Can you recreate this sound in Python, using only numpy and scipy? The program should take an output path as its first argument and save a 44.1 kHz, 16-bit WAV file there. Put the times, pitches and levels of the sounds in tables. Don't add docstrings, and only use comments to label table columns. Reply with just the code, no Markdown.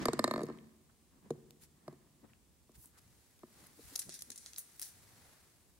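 import sys
import numpy as np
from scipy import signal
from scipy.fft import rfft, irfft, next_fast_len
from scipy.io import wavfile
from scipy.ndimage import uniform_filter1d

SR = 44100
rng = np.random.default_rng(int(sys.argv[2]) if len(sys.argv) > 2 else 0)


def transcribe(u):
    v = np.clip(np.atleast_2d(u).T, -1, 1)
    q = np.round(v * 32767).astype(np.int16)
    wavfile.write(sys.argv[1], SR, q)


N = 255327
TIME = np.arange(N) / SR
HIT = TIME[:SR // 3]


def amp(db):
    return 10 ** (np.asarray(db) / 20)


def evened(x):
    return x / np.sqrt(np.mean(x ** 2) + 1e-20)


def blow(x):
    return x / np.sqrt(np.mean(x[..., :SR // 40] ** 2))


def read(points, hz):
    f, value = np.transpose(points)
    return np.interp(np.log(hz + 1), np.log(f + 1), value)


def fade(t, t60):
    return np.exp(-np.log(1000) * t / np.maximum(t60, 1e-3))


def add(mix, s, sound):
    start = max(round(s * SR), 0)
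    part = mix[:, start:][:, :sound.shape[-1]]
    part += sound[..., :part.shape[1]]


def tilted(spectrum, bright):
    return [(f, level + bright * np.log2(f)) for f, level in spectrum]


def hump(hz, steep=1):
    octaves = np.array([-4, -2, -1, 0, 1, 3, 6])
    db = np.array([-30.5, -18.0, -11.0, -0.5, -15.5, -41.0, -90])
    return np.transpose([hz * 2. ** octaves, steep * db])


def uneven(spectrum, db, count=72):
    hz = np.linspace(500, 16000, count)
    return np.transpose([hz, read(spectrum, hz) + db * rng.standard_normal(count)])


def dulled(spectrum, edge_hz, db_per_octave=45):
    return [(f, level - db_per_octave * max(np.log2(f / edge_hz), 0)) for f, level in spectrum]


def colour(x, spectrum):
    # (frequency [Hz], left-right likeness [0 to 1])
    likeness = [(50, 0.011), (150, 0.92), (600, 0.59), (1400, 0.34), (3000, 0.31), (15000, 0)]
    left, other = rfft(x)
    hz = np.fft.rfftfreq(x.shape[1], 1 / SR)
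    same = np.clip(read(likeness, hz), -1, 1)
    right = same * left + np.sqrt(1 - same ** 2) * other
    return irfft(np.array([left, right]) * amp(read(spectrum, hz)), x.shape[1])


def noise(spectrum, size, grain_db=0):
    length = next_fast_len(size)
    grains = amp(grain_db * np.minimum(rng.exponential(1, length), 6))
    return evened(colour(rng.standard_normal((2, length)) * grains, spectrum)[:, :size])


def flutter(db, span, size=N):
    width = max(round(span * SR), 1)
    smooth = uniform_filter1d(rng.standard_normal(size), width)
    return amp(db * evened(uniform_filter1d(smooth, width)))


def swell(spectrum, s, db, half, grain_db=0):
    t = np.arange(-min(3 * half, s), 3 * half, 1 / SR)
    bell = np.exp(-(t / half) ** 2)
    return s + t[0], amp(db) * noise(spectrum, len(t), grain_db) * bell


def ring(hz, t60, db, phase=0):
    waves = np.sin(2 * np.pi * hz[:, None] * HIT + phase)
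    return (amp(db)[:, None] * fade(HIT, t60[:, None]) * waves).sum(-2)


def echoed(x, delay, share):
    late = np.pad(x, ((0, 0), (round(delay * SR), 0)))[:, :x.shape[1]]
    return x + share * late


def placed(x, side):
    lean = read(side, np.fft.rfftfreq(x.shape[1], 1 / SR)) / 2
    return irfft(rfft(x) * amp([lean, -lean]), x.shape[1])


def rolling(grit_hz=2400, grit_db=-50):
    # (frequency [Hz], level [dB])
    roll_colour = [(35, -31), (62, -8.5), (90, -17), (150, 1.5), (220, 1.5), (370, -8.5), (500, -17),
                   (650, -13.5), (820, -19.5), (1100, -13), (1450, -23.5), (1750, -16), (2700, -27),
                   (4300, -27), (6000, -28.5), (15000, -48)]
    # (time of greatest speed [s], level [dB])
    passes = [(0.486, -56.5), (1.27, -62), (1.881, -63), (2.239, -68.5), (2.801, -77), (3.62, -66.5),
              (4.08, -74)]
    gather_db_per_s, slow_db_per_s = 97, 75

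    run = amp(-45 - 40 * TIME)
    ramp = amp(-42) * np.exp(-(TIME / 0.04) ** 2)
    level = run + ramp
    for s, db in passes:
        drop_db = np.maximum(gather_db_per_s * (s - TIME), slow_db_per_s * (TIME - s))
        level = np.hypot(level, amp(db - drop_db))
    roll = noise(roll_colour, N, grain_db=3.5)
    rumble = signal.sosfiltfilt(signal.butter(2, grit_hz, fs=SR, output="sos"), roll)
    grit = np.minimum(level / amp(grit_db), 1) * (roll - rumble)
    return level * (rumble + grit) * flutter(db=3.0, span=0.02)


def box_thud(thud_db, clack_db, spot, softness=0.47, rise_s=0.0018):
    # (frequency [Hz], t60 [s], level struck on the front lip [dB],
    # on the floor [dB], on a side wall [dB])
    box_modes = [(111.1, 0.62, -30, -19, -32), (147.8, 0.26, -8.5, -14.5, -13.5),
                 (230.2, 0.11, -12.5, -2, -19.5), (282, 0.027, -11, 2.5, -12.5), (362.3, 0.045, 1.5, 5, -4),
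                 (462, .056, -18, -8, 3.5), (626.5, 0.02, 8.5, 8, -6), (712, 0.017, -24.5, -20.5, 15.5)]
    hz, t60 = np.transpose(box_modes)[:2]
    db = np.array([np.interp(spot, [-1, 0, 1], mode[2:]) for mode in box_modes])
    db = db + 1.6 * rng.standard_normal(len(hz))
    db = db + softness * (clack_db - thud_db) * np.log2(np.maximum(hz / hz[4], 1))
    flips = np.pi * np.arange(len(hz))[:, None]
    return ring(hz, t60, db, flips) * (1 - np.exp(-HIT / rise_s))


def card_push(delay_s=.0018):
    # (frequency [Hz], t60 [s], level [dB])
    push_modes = [(380, .016, 0), (620, 0.021, 0), (1150, .006, -4)]
    return np.pad(ring(*np.transpose(push_modes)), (round(delay_s * SR), 0))[:len(HIT)]


def panel_clack(clack_db, skew=0.64, hardness=0.31, rise_s=0.00064):
    # (frequency [Hz], t60 [s], level [dB])
    panel_modes = [(1043, 0.019, 0), (1194, 0.023, -5), (1220, 0.0095, 6.5), (1555, 0.0215, -8),
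                   (1792, 0.027, 0.5), (2028, 0.021, -6.5), (2290, 0.0121, -20.5), (3847, 0.012, -3),
                   (4260, 0.00997, 3), (5060, 0.011, -19.5)]
    hz, t60, db = np.transpose(panel_modes)
    octaves = np.log2(hz / hz[0])
    db = db + (hardness * clack_db + 12.0) * octaves
    phase = np.array([-1, 1])[:, None, None] * skew * np.minimum(hz[:, None] / 1400, 1.2) ** 2
    spread = .012 + .012 * octaves
    detuned = hz * (1 + spread * rng.standard_normal(len(hz)))
    clack = ring(detuned, t60, db, phase) * (1 - np.exp(-HIT / rise_s))
    return echoed(clack, 0.001844, 0.56)


def contact_tick(bright, t60=0.014, rise_s=0.00014):
    # (frequency [Hz], level [dB])
    crack_colour = [(1200, 1), (2100, -8), (3100, -17.5), (3700, -4.5), (4350, 0.5), (5000, -2.5),
                    (5600, -10), (6100, -10), (6900, -2), (9000, -7.5), (9900, -13), (10900, -3),
                    (12000, -14.5), (13500, -18.5), (16000, -24.5)]
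    shift = 1 + .045 * rng.standard_normal()
    crack = np.array(tilted(crack_colour, bright)) * [shift, 1]
    tick = noise(uneven(crack, 3.0), len(HIT)) * fade(HIT, t60) * (1 - np.exp(-HIT / rise_s))
    return echoed(tick, 0.0021, 0.44)


def strike(thud_db, clack_db, tick_db, tick_bright, spot):
    # (frequency [Hz], left minus right [dB])
    crack_side = [(1000, -4), (2000, 0.5), (4200, -1.5), (6500, 3), (9500, -2), (13000, -2.5)]
    low_cut = signal.butter(2, 184, "high", fs=SR, output="sos")
    thud, push = signal.sosfilt(low_cut, [box_thud(thud_db, clack_db, spot), card_push()])
    body = amp(thud_db) * blow(thud) + amp(clack_db - 4.0) * blow(push)
    clack = amp(clack_db) * blow(panel_clack(clack_db))
    tick = amp(tick_db) * blow(contact_tick(tick_bright))
    return body + placed(clack + tick, crack_side)


def marble():
    # (time [s], thud [dB], clack [dB], tick [dB], tick brightness [dB/octave],
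    # spot [-1 front lip, 0 tray floor, 1 side wall])
    hits = [(0.0553, -34.5, -37, -39.5, 1, 0.36), (.0838, -32, -39.5, -43, -4, .6),
            (.1325, -35.5, -62, -43.5, 0, 0.11), (0.192, -34, -36, -40.5, 1, 0.28),
            (0.2414, -33.5, -33, -38.5, 0.5, 0.011), (0.2776, -38, -43.5, -49.5, -2.5, -0.33),
            (.3110, -39.5, -39.5, -54, 5, -0.18), (0.338, -39.5, -42.5, -59, 9, 0.087),
            (.3600, -41, -46, -56.5, -3, -0.11), (0.3782, -39.5, -49.5, -52, -3, -0.085),
            (0.3927, -43.5, -51, -63, -3, -.26), (0.4062, -45, -53.5, -62, -4, -0.52),
            (0.416, -39.5, -53.5, -65, 4, -0.76), (.4330, -37.5, -73, -55.5, 3.5, 0.68),
            (.4860, -45, -61, -72, 2, 0.07), (.4990, -45, -59, -76, 1, 0.19),
            (1.3051, -35.5, -63, -54.5, -1, 0.7), (1.8796, -46, -57.5, -63, -1.5, -0.97),
            (1.9270, -57.5, -90.5, -73.5, 1.5, -0.39), (2.6925, -65, -78, -89, -1, -0.25),
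            (3.4332, -52, -62.5, -72, -7, -0.24), (3.791, -63, -80, -92, -6, 0.6),
            (4.089, -58, -73.5, -82, 4, -.88), (4.298, -64, -88, -82, 5, 0.46)]
    out = rolling()
    for s, *hit in hits:
        add(out, s, strike(*hit))
    return out


def handling(click_t60=0.0066):
    # (frequency [Hz], level [dB])
    rub_colour = [(350, -4), (600, -2.5), (881, -1.5), (1100, -3), (1960, -2.5), (3040, -8), (4340, -4.5),
                  (5790, -6), (11300, -5.5), (15100, -14), (16000, -6.5)]
    # (time of the middle [s], level [dB], half length [s], brightness [dB/octave])
    strokes = [(1.634, -57, 0.023, 3), (2.756, -60.5, 0.013, 1.5), (2.985, -60, 0.011, 1),
               (2.828, -55, 0.056, 10), (3.151, -71, 0.26, 0.5), (3.615, -62, 0.11, 0),
               (3.914, -55.5, 0.13, 2), (4.848, -52, 0.061, 4.5), (5.218, -65.5, 0.32, -1)]
    # (time of the middle [s], level [dB], half length [s], brightness [dB/octave])
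    arm = (4.5, -63, 1.04, 2)
    # (time of the middle [s], level [dB], half length [s], centre [Hz])
    bumps = [(0.497, -56, 0.015, 1050), (0.899, -69, 0.0073, 1210), (1.261, -59.5, .008, 256),
             (2.245, -54.5, .011, 269.1), (2.251, -68.5, 0.012, 1074), (2.299, -73, 0.013, 1860),
             (2.781, -60, 0.026, 81.6), (2.848, -69, 0.0063, 1050), (2.871, -65.5, 0.013, 214),
             (2.964, -71.5, 0.027, 1450), (3.07, -69, 0.093, 122), (3.603, -67, 0.027, 335),
             (3.793, -60.5, 0.013, 300), (3.867, -60, 0.027, 67), (3.93, -63, 0.016, 258),
             (4.078, -55, 0.02, 170), (4.295, -62.5, 0.023, 255), (5.101, -68.5, 0.2, 109)]
    # (time [s], level [dB], centre [Hz], narrowness [factor])
    clicks = [(.456, -51, 10900, 1.2), (.467, -50, 5000, 0.45), (0.587, -51, 2920, 1.3),
              (1.5077, -46.5, 5600, 0.32), (2.3344, -54, 2400, 1.2), (2.7185, -59, 7000, 1.1),
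              (2.858, -47, 10000, 1.7), (2.987, -58, 4960, .5), (3.392, -55.5, 3960, 0.45),
              (3.669, -47.5, 11100, 1.7)]

    out = np.zeros((2, N))
    for s, db, half, bright in strokes + [arm]:
        add(out, *swell(tilted(rub_colour, bright), s, db, half, grain_db=2.5))
    out *= flutter(db=1.0, span=0.0043)
    for s, db, half, hz in bumps:
        add(out, *swell(hump(hz), s, db, half))
    for s, db, hz, steep in clicks:
        add(out, s, amp(db) * noise(hump(hz, steep), len(HIT)) * fade(HIT, click_t60))
    return out * amp([[.4], [-.4]])


def coins(grain_db=1.5, rise_share=0.02, snap_bright=-0.3, snap_follows=0.75, snap_t60=.003):
    # (time [s], snap [dB], scrape [dB], t60 of the scrape [s],
    # brightness [dB/octave], upper edge [Hz])
    touches = [(3.956, -49, -37.5, .05, 4, 14000), (3.9598, -40.5, -35, 0.016, 2.5, 15000),
               (3.975, -64, -45, .055, 6, 12000), (3.9918, -47, -31.5, 0.053, 3, 14000),
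               (4.001, -64, -48, 0.23, 3, 15000), (4.018, -56, -43.5, 0.063, -4, 14000),
               (4.0937, -54, -45, .026, -1, 9900), (4.101, -61, -49.5, 0.19, -3.5, 9900),
               (4.122, -60, -49.5, .16, -4, 11000), (4.140, -59, -43, .13, -0.5, 14000),
               (4.191, -58, -50, 0.06, -1.5, 11400), (4.208, -63, -46.5, 0.043, 4, 12500),
               (4.2216, -50.5, -38, 0.022, 5.5, 12800), (4.3028, -55, -36, 0.018, 0, 13900),
               (4.317, -62.5, -46, 0.068, -1.5, 9500), (4.3595, -57, -48, 0.042, 3, 10000),
               (4.3775, -58, -43, 0.047, 3, 9700), (4.386, -70, -57, 0.72, 0, 11100),
               (4.4612, -54, -51.5, 0.053, -1.5, 8900), (4.468, -62, -53, 0.16, -4.5, 11000),
               (4.5337, -59.5, -50, 0.013, -3, 7960), (4.543, -67, -64, 0.028, -5, 9000),
               (4.5617, -57.5, -43, 0.017, 2, 7900), (4.576, -61, -47, 0.13, -2, 13000),
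               (4.583, -46.5, -37.5, 0.11, 13, 15000), (4.796, -51, -42, .018, 6.5, 15000),
               (4.8164, -47, -36, 0.035, 12, 16000), (4.8241, -49.5, -41, 0.05, -3, 15000),
               (4.8296, -49.5, -42.5, 0.2, 3.5, 16000)]
    # (frequency [Hz], t60 [s], level [dB])
    coin_modes = [(5100, .18, 8), (5700, 0.42, -2), (6250, .15, 3), (7000, .21, 7), (8500, .2, 3),
                  (9600, 0.36, 12), (9630, 0.23, 5), (9600, 0.33, 0), (10000, 0.26, 5), (11000, .18, -1),
                  (11110, .2, -1)]
    # (frequency [Hz], level [dB])
    scrape_colour = [(590, -26), (1100, -42), (1550, -9), (2100, -8.5), (3000, -13), (3650, -1.5),
                     (4300, 1.5), (5100, -1), (5800, 7), (7100, 3), (8800, 1.5), (9600, 6), (10700, 4.5),
                     (12200, -0.5), (14000, -6.5), (16000, -4)]
    # (frequency [Hz], left minus right [dB])
    coin_side = [(1000, -4.5), (2500, -3), (4500, -0.5), (9500, 2.5), (13000, 3)]

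    def touch_colour(bright, edge_hz):
        return dulled(uneven(tilted(scrape_colour, bright), 3.0), edge_hz)

    out = np.zeros((2, N))
    hz, t60, mode_db = np.transpose(coin_modes)
    for s, snap_db, db, scrape_t60, bright, edge_hz in touches:
        attack = 1 - np.exp(-HIT / (rise_share * scrape_t60))
        chatter = evened(flutter(db=-1.0, span=0.002, size=len(HIT)))
        scrape = noise(touch_colour(bright, edge_hz), len(HIT), grain_db)
        scrape = scrape * chatter * fade(HIT, scrape_t60) * attack

        modes = ring(hz * (1 + .015 * rng.standard_normal(len(hz))), t60, mode_db)
        metal = blow(signal.fftconvolve(scrape, modes[None], axes=1)[:, :len(HIT)])
        ring_db = -25 + 0.28 * bright

        snap = noise(touch_colour(snap_bright + snap_follows * bright, edge_hz), len(HIT))
        snap = blow(echoed(snap * fade(HIT, snap_t60), .0015, 0.58))
        add(out, s, amp(snap_db) * snap + amp(db) * (scrape + amp(ring_db) * metal))
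    return placed(out, coin_side)


def room(x, gap_s=0.0029):
    # (frequency [Hz], t60 [s], level [dB])
    tail_bands = [(100, 0.97, -15), (173.85, 1, -5), (420, 0.9, -15), (1115.7, 0.81, -14.5),
                  (1970, 0.75, -8), (3830, 0.93, -18), (8300, 0.79, -11.5), (16920, 0.414, -55)]
    table = np.array(tail_bands)
    white = colour(rng.standard_normal((2, SR)), [(1, 0), (SR, 0)])
    hz, t, bands = signal.stft(white, SR, nperseg=512)
    t60 = read(table[:, [0, 1]], hz)[:, None]
    level = amp(read(table[:, [0, 2]], hz))[:, None]
    unit = np.sqrt(2 * np.log(1000) / (t60 * SR))
    tail = signal.istft(bands * level * unit * fade(t, t60), SR, nperseg=512)[1][:, :SR]
    tail *= 1 - np.exp(-(TIME[:SR] / gap_s) ** 2)
    return signal.fftconvolve(x, tail, axes=1)[:, :N]


def standing(x):
    # (frequency [Hz], t60 [s], gain [dB])
    room_modes = [(118, 0.89, -4.5), (147.2, 0.9, -9), (220.8, 0.754, -3), (366, 0.51, -8.5)]
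    hz, t60, db = np.transpose(room_modes)[:, :, None]
    t = TIME[:SR]
    unit = 2 * np.log(1000) / (t60 * SR)
    waves = amp(db) * unit * fade(t, t60) * np.sin(2 * np.pi * hz * t)
    return signal.fftconvolve(x, waves.sum(0)[None], axes=1)[:, :N]


def hush():
    # (frequency [Hz], level [dB])
    hush_colour = [(15, -28.5), (25, -27), (40, -6), (59, 4.5), (134, -4.5), (373, -8.5), (591, -17),
                   (1190, -19), (1400, -22.5), (3620, -22), (6380, -21.5), (8140, -19), (14400, -26),
                   (16000, -20.5)]
    return amp(-68.5) * noise(hush_colour, N)


def scene(marble_wet_db=-2, coins_wet_db=-1):
    box, hands, metal = marble(), handling(), coins()
    sent = amp(marble_wet_db) * box + amp(coins_wet_db) * metal + hands
    tail = room(sent) + standing(box)
    return box + metal + hands + tail + hush()


def record(dry):
    low_pass = signal.firwin(401, 15800, window=("kaiser", 8), fs=SR)
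    return signal.oaconvolve(dry, low_pass[None], "same")


dry = scene()
out = record(dry)
transcribe(out)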